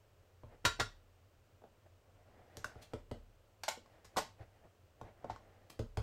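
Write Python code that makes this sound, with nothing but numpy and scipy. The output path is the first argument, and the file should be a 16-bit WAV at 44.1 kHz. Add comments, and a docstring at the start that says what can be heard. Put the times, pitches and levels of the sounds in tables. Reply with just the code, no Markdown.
"""A small rubber stamp is inked with two taps on a pad, rattling its plastic case against the desk.
The other hand picks up the clear lid, and the stamp is dabbed twice on paper, thumping the desk.
The lid is clapped on the case, where it rocks from edge to edge, and is then laid aside again.
Last, the sticky rubber peels off the paper with a tiny crackle and comes down twice more.
In between, hands brush the paper; a small room with a faint fan hum echoes each knock."""
import sys
import numpy as np
from scipy import signal
from scipy.fft import rfft, irfft, next_fast_len
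from scipy.io import wavfile
from scipy.ndimage import map_coordinates

SR = 44100
rng = np.random.default_rng(int(sys.argv[2]) if len(sys.argv) > 2 else 0)


def store_wav(level_fs):
    """Save 16-bit WAV to argv[1]."""
    pcm = np.round(np.clip(np.atleast_2d(level_fs), -1, 1) * 32767)
    wavfile.write(sys.argv[1], SR, pcm.T.astype(np.int16))


N = 265570
T = np.arange(2 ** 15) / SR  # seconds since a touch


# Levels compare the rows of a table. A fade is the time a sound takes to drop by 60 dB.
# Brightness turns the treble above about 2 kHz up (+) or down (-).
# Taps on the pad: (time [s], level [dB], case ring [dB], brightness [dB/octave], rattle time [s])
PAD_TAPS = [(.651, 5.5, 1, -0.5, 0.013), (.798, 3, -3.5, -2.5, 0.015)]
# The notes the plastic case rings with: (pitch [Hz], level [dB], fade [s])
CASE_NOTES = [(1082, -5, .13), (1128, -2, .1), (1384, 0, .15), (1404, -1, .15), (1437, -1, .13),
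              (1530, -3, .12), (1718, -6, .12), (1909, -4, .16), (3548, -10, .13), (3864, -5, .19),
              (3895, -10, .12), (4259, -8, .11), (4605, -9, .18), (5394, -6, .14), (5918, -10, .13),
              (5942, -11, .15), (7060, -9, .16), (7967, -14, .15), (8549, -12, .15)]
# The tone of the rattling case: (frequency [Hz], level [dB])
CLATTER_TONE = [(60, -25), (220, 0), (800, 2.5), (1600, 5.5), (2200, 0), (3800, 2.5), (6000, -5),
                (8400, -9.5), (9500, -14), (15500, -21.5)]
def ink_pad():
    """The stamp squishes the wet pad; the case rattles on the desk, and its ring builds up meanwhile."""
    out = np.zeros(N)
    lead_s = .006  # the rubber meets the pad this long before the case meets the desk
    for s, db, ring_db, tilt_db, rattle_s in PAD_TAPS:
        force = rng.standard_normal(len(T)) / (1 + (T / rattle_s) ** 3)
        clatter = amp(db) * coloured(force / np.linalg.norm(force), CLATTER_TONE, tilt_db)
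        case = amp(ring_db - 31) * ring(CASE_NOTES) * (1 - np.exp(-T / .003))
        squish = amp(db - 21) * coloured(contact(.06, first_db=-18.5), RUBBER_TONE, tilt_db=-3)
        add(out, s, clatter + coloured(case, [(1000, 0.016)], tilt_db), echo_db=-8.5)
        add(out, s - lead_s, squish + desk(thump_db=db - 10.5, knock_db=db - 10.5))
        add(out, s, desk(thump_db=db - 5, knock_db=db - 4))
    return out


# Dabs on the paper: (time [s], desk knock [dB], desk thump [dB], paper tick [dB])
PAPER_DABS = [(0.4344, -17.5, -11.5, -21.5), (1.618, -28.5, -43, -24), (1.6385, -18.5, -38, -20.5),
              (2.7552, -15.5, -13, -25), (2.935, 0.5, -4.5, -18.5), (3.113, 0, -2, -18.5),
              (3.771, -13.5, -36, -30), (4.400, -19, -13, -44), (5.7923, 2.5, 2.5, -19),
              (5.9717, 0, 5, -11)]
# The tone of rubber landing on paper or on the pad: (frequency [Hz], level [dB])
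RUBBER_TONE = [(40, -26), (250, -4), (620, 12), (1300, 5), (1800, -4.5), (2500, -4.5), (4500, -5),
               (8000, -13), (10000, -19), (15500, -24.5)]
def dabs():
    """Rubber lands softly: the desk thumps and knocks, and the paper ticks, brighter if hit harder."""
    out = np.zeros(N)
    for s, knock_db, thump_db, tick_db in PAPER_DABS:
        tick = coloured(contact(0.018, first_db=-16.5), RUBBER_TONE, tilt_db=0.67 * knock_db - 1)
        add(out, s, desk(thump_db, knock_db))
        add(out, s, amp(tick_db) * tick, echo_db=-2)
    return out


# The lid touches something: (time [s], clack [dB], middle pitch [Hz], click [dB],
# click brightness [dB/octave], click fade [s], desk thump [dB], desk knock [dB], rocking time [s])
LID_TOUCHES = [(2.570, -20, 910, -25.5, 2.5, 0.0068, -13.5, -12, 0),
               (2.644, 5, 1430, -17, 0.5, 0.02, -15, -13.5, 0.00061),
               (3.635, -1, 830, -12, -0.5, 0.03, -40, -31, 0.00043),
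               (3.681, 12, 820, -6, 0.5, 0.027, -40, -16, 0.0074),
               (3.860, -17, 875, -38, -3.5, .024, -45, -32, 0.00063),
               (4.046, -14, 800, -33.5, 3, 0.075, -23, -23, 0.0015),
               (4.1628, 16, 908, -10, 0.5, 0.035, -30, 3, .027),
               (5.013, -1.5, 810, -31, -2, 0.017, -11.5, -11, 0.00049),
               (5.244, 8, 740.7, -23, -7.5, 0.019, -17, -6, 0.0015),
               (5.298, 5, 837, -11.5, -8, .1, -11, -9, 0),
               (5.3612, -9.5, 972, -24.5, -6, .005, -35, -33, 0)]
# The pitches the hollow lid favours: (pitch [Hz], width [Hz], level [dB])
LID_HOLLOW = [(540, 40, -10), (608, 88, -4), (705, 146, -5.5), (885, 18, -1), (939, 150, -17),
              (1076, 50, 1), (1460, 90, 0)]
# The notes of its stiff rim: (pitch [Hz], level [dB], fade [s])
RIM_NOTES = [(5750, -5, .09), (6490, 1, .15), (6800, -3, .11), (7520, -2, .1), (8200, -3, .08),
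             (11900, -6, .09)]
# The tone of its hard edge: (frequency [Hz], level [dB])
EDGE_TONE = [(100, -15.5), (600, 2.5), (1200, 1), (2000, 3.5), (2500, -2), (3200, -1), (5500, 0.5),
             (8300, -5), (9500, -13), (12500, -11.5), (15500, -26)]
def lid():
    """The hollow lid clacks, pitched by where it is held and hit, and its edge clicks on each bounce."""
    out = np.zeros(N)
    gap_s, loss_db = .0048, 0.47  # from one bounce to the next while it rocks
    body = lambda f: 0.2 + sum(amp(db) * resonance(f, hz, width) for hz, width, db in LID_HOLLOW)
    for s, clack_db, pitch_hz, click_db, tilt_db, fade_s, thump_db, knock_db, rocking_s in LID_TOUCHES:
        bounces = int(rocking_s / gap_s)
        add(out, s + min(bounces, 1) * gap_s, desk(thump_db, knock_db))  # the first full hit
        for k in range(1 + bounces):
            graze_db = 0 if k else -400 * rocking_s  # long rocking starts with a lighter, duller touch
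            force_db = graze_db - k * loss_db
            octaves = .25 * (-1) ** k if bounces > 1 else 0  # one edge sounds higher, the other lower
            hz = pitch_hz * 2 ** octaves
            hollow = lambda f: body(f) * resonance(f, hz, .9 * hz) ** 4
            clack = filtered(contact(0.1 * fade_s, first_db=-1), hollow)
            rim = amp(-38.5) * ring(RIM_NOTES) / (1 + (fade_s / 0.017) ** 2)  # long chatter hushes it
            edge = contact(fade_s, first_db=-11.5) + rim
            click = coloured(edge, EDGE_TONE, tilt_db + 0.33 * graze_db)
            add(out, s + k * gap_s, amp(clack_db + force_db) * clack, echo_db=-9)
            add(out, s + k * gap_s, amp(click_db + force_db) * click, echo_db=-4.5)
    return out


# The low notes of the whole desk bending: (pitch [Hz], level [dB], fade [s])
THUMP_NOTES = [(35.05, -14, 0.91), (53, -12, 0.22), (68.2, -1, .15), (106, 1, .17), (135, -5.5, 0.072)]
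# The higher notes of its stiff top: (pitch [Hz], level [dB], fade [s])
KNOCK_NOTES = [(184, -6, 0.057), (233.1, -4, 0.081), (340.2, -11.5, 0.1), (435.7, 1, 0.084),
               (492, 11, 0.011), (598.8, -4.5, 0.095), (770, -26, 0.022), (1040, -20.5, 0.033),
               (1289, -14, 0.042)]
def desk(thump_db, knock_db):
    """A blow on the desk: the whole board thumps and its top knocks, both echoing in the room."""
    out = np.zeros(len(T))
    add(out, 0, amp(thump_db - 36.5) * ring(THUMP_NOTES), echo_db=-13)
    add(out, 0, amp(knock_db - 39) * ring(KNOCK_NOTES), echo_db=-3.5)
    return out


# The rubber peels off the paper: (time [s], level [dB], swell time [s])
STAMP_LIFTS = [(2.828, -27, 0.007), (5.703, -25, 0.0024)]
# The tone of sticky ink letting go: (frequency [Hz], level [dB])
STICKY_TONE = [(40, -4), (300, 4.5), (1000, 1.5), (4500, 1), (8000, -5), (10000, -8.5), (15500, -13)]
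def peels():
    """Threads of ink snap in a short swell of tiny crackles."""
    out = np.zeros(N)
    lead_s = .03  # space for the swell before its peak
    for s, db, swell_s in STAMP_LIFTS:
        snaps = rng.laplace(size=len(T)) * np.exp(-((T - lead_s) / swell_s) ** 2 / 2)
        crackle = coloured(snaps / np.linalg.norm(snaps), STICKY_TONE)
        add(out, s - lead_s, amp(db) * crackle, echo_db=-2)
    return out


# Strokes over the paper: (middle time [s], level [dB], half length [s], brightness [dB/octave])
HAND_STROKES = [(0.525, -67.5, 0.029, -6), (1.865, -67.5, 0.0082, -6), (2.375, -67.5, 0.16, -4),
                (2.588, -63.5, 0.076, 2), (2.8, -67.5, 0.095, 2), (4.053, -71, 0.2, 2),
                (4.416, -59, 0.021, -1), (4.537, -73, 0.075, 2), (4.648, -58.5, 0.018, -10),
                (5.065, -60, 0.044, -4.5), (5.328, -63.5, 0.12, -2.5), (5.6, -66.5, 0.14, -1.5)]
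def brushing():
    """Skin and sleeve brush the paper; each stroke swells and fades, catching unevenly."""
    catches_per_s, catch_db = 22.8, 2.64
    t = np.arange(N) / SR
    catches = rng.standard_normal(int(t[-1] * catches_per_s) + 4)
    grip = map_coordinates(catches, [t * catches_per_s])  # glide smoothly between them
    strokes = np.zeros(N)
    for s, db, half_s, tilt_db in HAND_STROKES:
        swell = np.exp(-((t - s) / half_s) ** 2 / 2)
        strokes += amp(db) * swell * rub(tilt_db)
    return amp(catch_db * grip) * strokes


# The tone of a sliding hand: (frequency [Hz], level [dB])
RUB_TONE = [(60, 3.5), (300, 1.5), (740, 1), (1050, -7.5), (1600, -7), (2200, -11.5), (4000, -18.5),
            (8000, -29.5), (15000, -37)]
# The pitches the paper sheets favour: (pitch [Hz], width [Hz], level [dB])
SHEET_PEAKS = [(710, 320, 1), (1950, 500, -1)]
def rub(tilt_db):
    """Rubbing makes a steady hiss, which the sheets of paper colour."""
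    sheets = lambda f: 1 + sum(amp(db) * resonance(f, hz, width) for hz, width, db in SHEET_PEAKS)
    hiss = coloured(rng.standard_normal(N), RUB_TONE, tilt_db)
    return unit(filtered(hiss, sheets))


# How long the room's echo lasts: (frequency [Hz], fade [s])
ECHO_FADES = [(60, 0.58), (250, 0.15), (1000, 0.23), (4000, 0.27), (8000, 0.23), (15000, 0.17)]
def room_echo():
    """The walls throw the sound back, and each frequency dies away at its own speed."""
    hz, t, noise = signal.stft(rng.standard_normal(SR // 2), SR, nperseg=256)
    fade = amp(-60 * t / along(ECHO_FADES, hz)[:, None])
    tail = signal.istft(noise * fade, SR, nperseg=256)[1]
    tail *= 1 - np.exp(-(np.arange(len(tail)) / SR / 0.0025) ** 2)  # the walls answer a moment later
    return tail / np.linalg.norm(tail)


# The tone of the air in the room: (frequency [Hz], level [dB])
AIR_TONE = [(20, -4.5), (40, 3), (60, -2), (95, 10.5), (160, -10), (300, -8.5), (560, -4.5), (850, -13),
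            (1300, -15), (2200, -20.5), (2900, -19), (3500, -24), (8400, -28), (9400, -34.5), (15500, -30)]
def room_tone():
    """Steady air noise and the low hum of a fan."""
    air = unit(filtered(rng.standard_normal(N), lambda f: amp(along(AIR_TONE, f))))
    hum = unit(filtered(rng.standard_normal(N), lambda f: resonance(f, hz=91.74, width=7.3) ** 2))
    return amp(-68) * air + amp(-73) * hum


def contact(fade_s, first_db):
    """The push of two things meeting: a first touch, then chatter that builds up and dies."""
    age = T / max(fade_s, .001)
    force = rng.standard_normal(len(T)) * amp(-60 * age) * (1 - np.exp(-age / 0.037))
    force /= np.linalg.norm(force)
    force[0] += amp(first_db)
    return force / np.linalg.norm(force)


def ring(notes):
    """A struck object rings with fading notes, at slightly new strengths for every blow."""
    scatter_db = rng.normal(0, 1.2, len(notes))
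    return sum((-1) ** k * amp(db + scatter_db[k] - 60 * T / fade_s) * np.sin(2 * np.pi * hz * T)
               for k, (hz, db, fade_s) in enumerate(notes))


def resonance(f, hz, width):
    """How strongly something that rings at hz answers frequency f; 1 at the peak."""
    return 1j * f * width / (hz * hz - f * f + 1j * f * width)


def coloured(x, tone, tilt_db=0, size=2048):
    """Give a sound the tone in a table; tilt_db is the brightness."""
    hz = np.fft.rfftfreq(size, 1 / SR)
    gain = amp(along(tone, hz) + tilt_db * np.log2(1 + hz / 2000))
    # fold the filter forward in time, so that nothing sounds before the hit
    folded = irfft(np.log(gain))
    folded[1:size // 2] *= 2
    folded[size // 2 + 1:] = 0
    return signal.fftconvolve(x, irfft(np.exp(rfft(folded))))[:len(x)]


def filtered(x, response):
    """Multiply each frequency in a sound by response(frequency)."""
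    size = next_fast_len(len(x) + 8192)
    return irfft(rfft(x, size) * response(np.fft.rfftfreq(size, 1 / SR)), size)[:len(x)]


def add(track, s, sound, echo_db=None):
    """Place a sound at s seconds, with room echo if echo_db is given."""
    if echo_db is not None:
        sound = sound + amp(echo_db) * signal.fftconvolve(sound, room_echo())[:len(sound)]
    stretch = track[round(s * SR):][:len(sound)]
    stretch += sound[:len(stretch)]


def along(points, hz):
    """Read between the rows of a (frequency, value) table, spacing octaves evenly."""
    f, values = np.transpose(points)
    return np.interp(np.log(hz + 1), np.log(f + 1), values)


def amp(db):
    """Turn decibels into a volume multiplier."""
    return 10 ** (np.asarray(db) / 20)


def unit(x):
    """Scale a sound to an average strength (rms) of 1."""
    return x / np.sqrt(np.mean(x ** 2) + 1e-20)


def scene():
    """Everything on the desk and the room behind it, in one channel."""
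    return (ink_pad() + dabs() + lid() + peels() + brushing() + room_tone())[None]


def record(dry):
    """The very highest treble is cut off steeply."""
    top_hz = 15850
    return np.array([filtered(x, lambda f: 1 / np.sqrt(1 + (f / top_hz) ** 200)) for x in dry])


dry = scene()
out = record(dry)
store_wav(out)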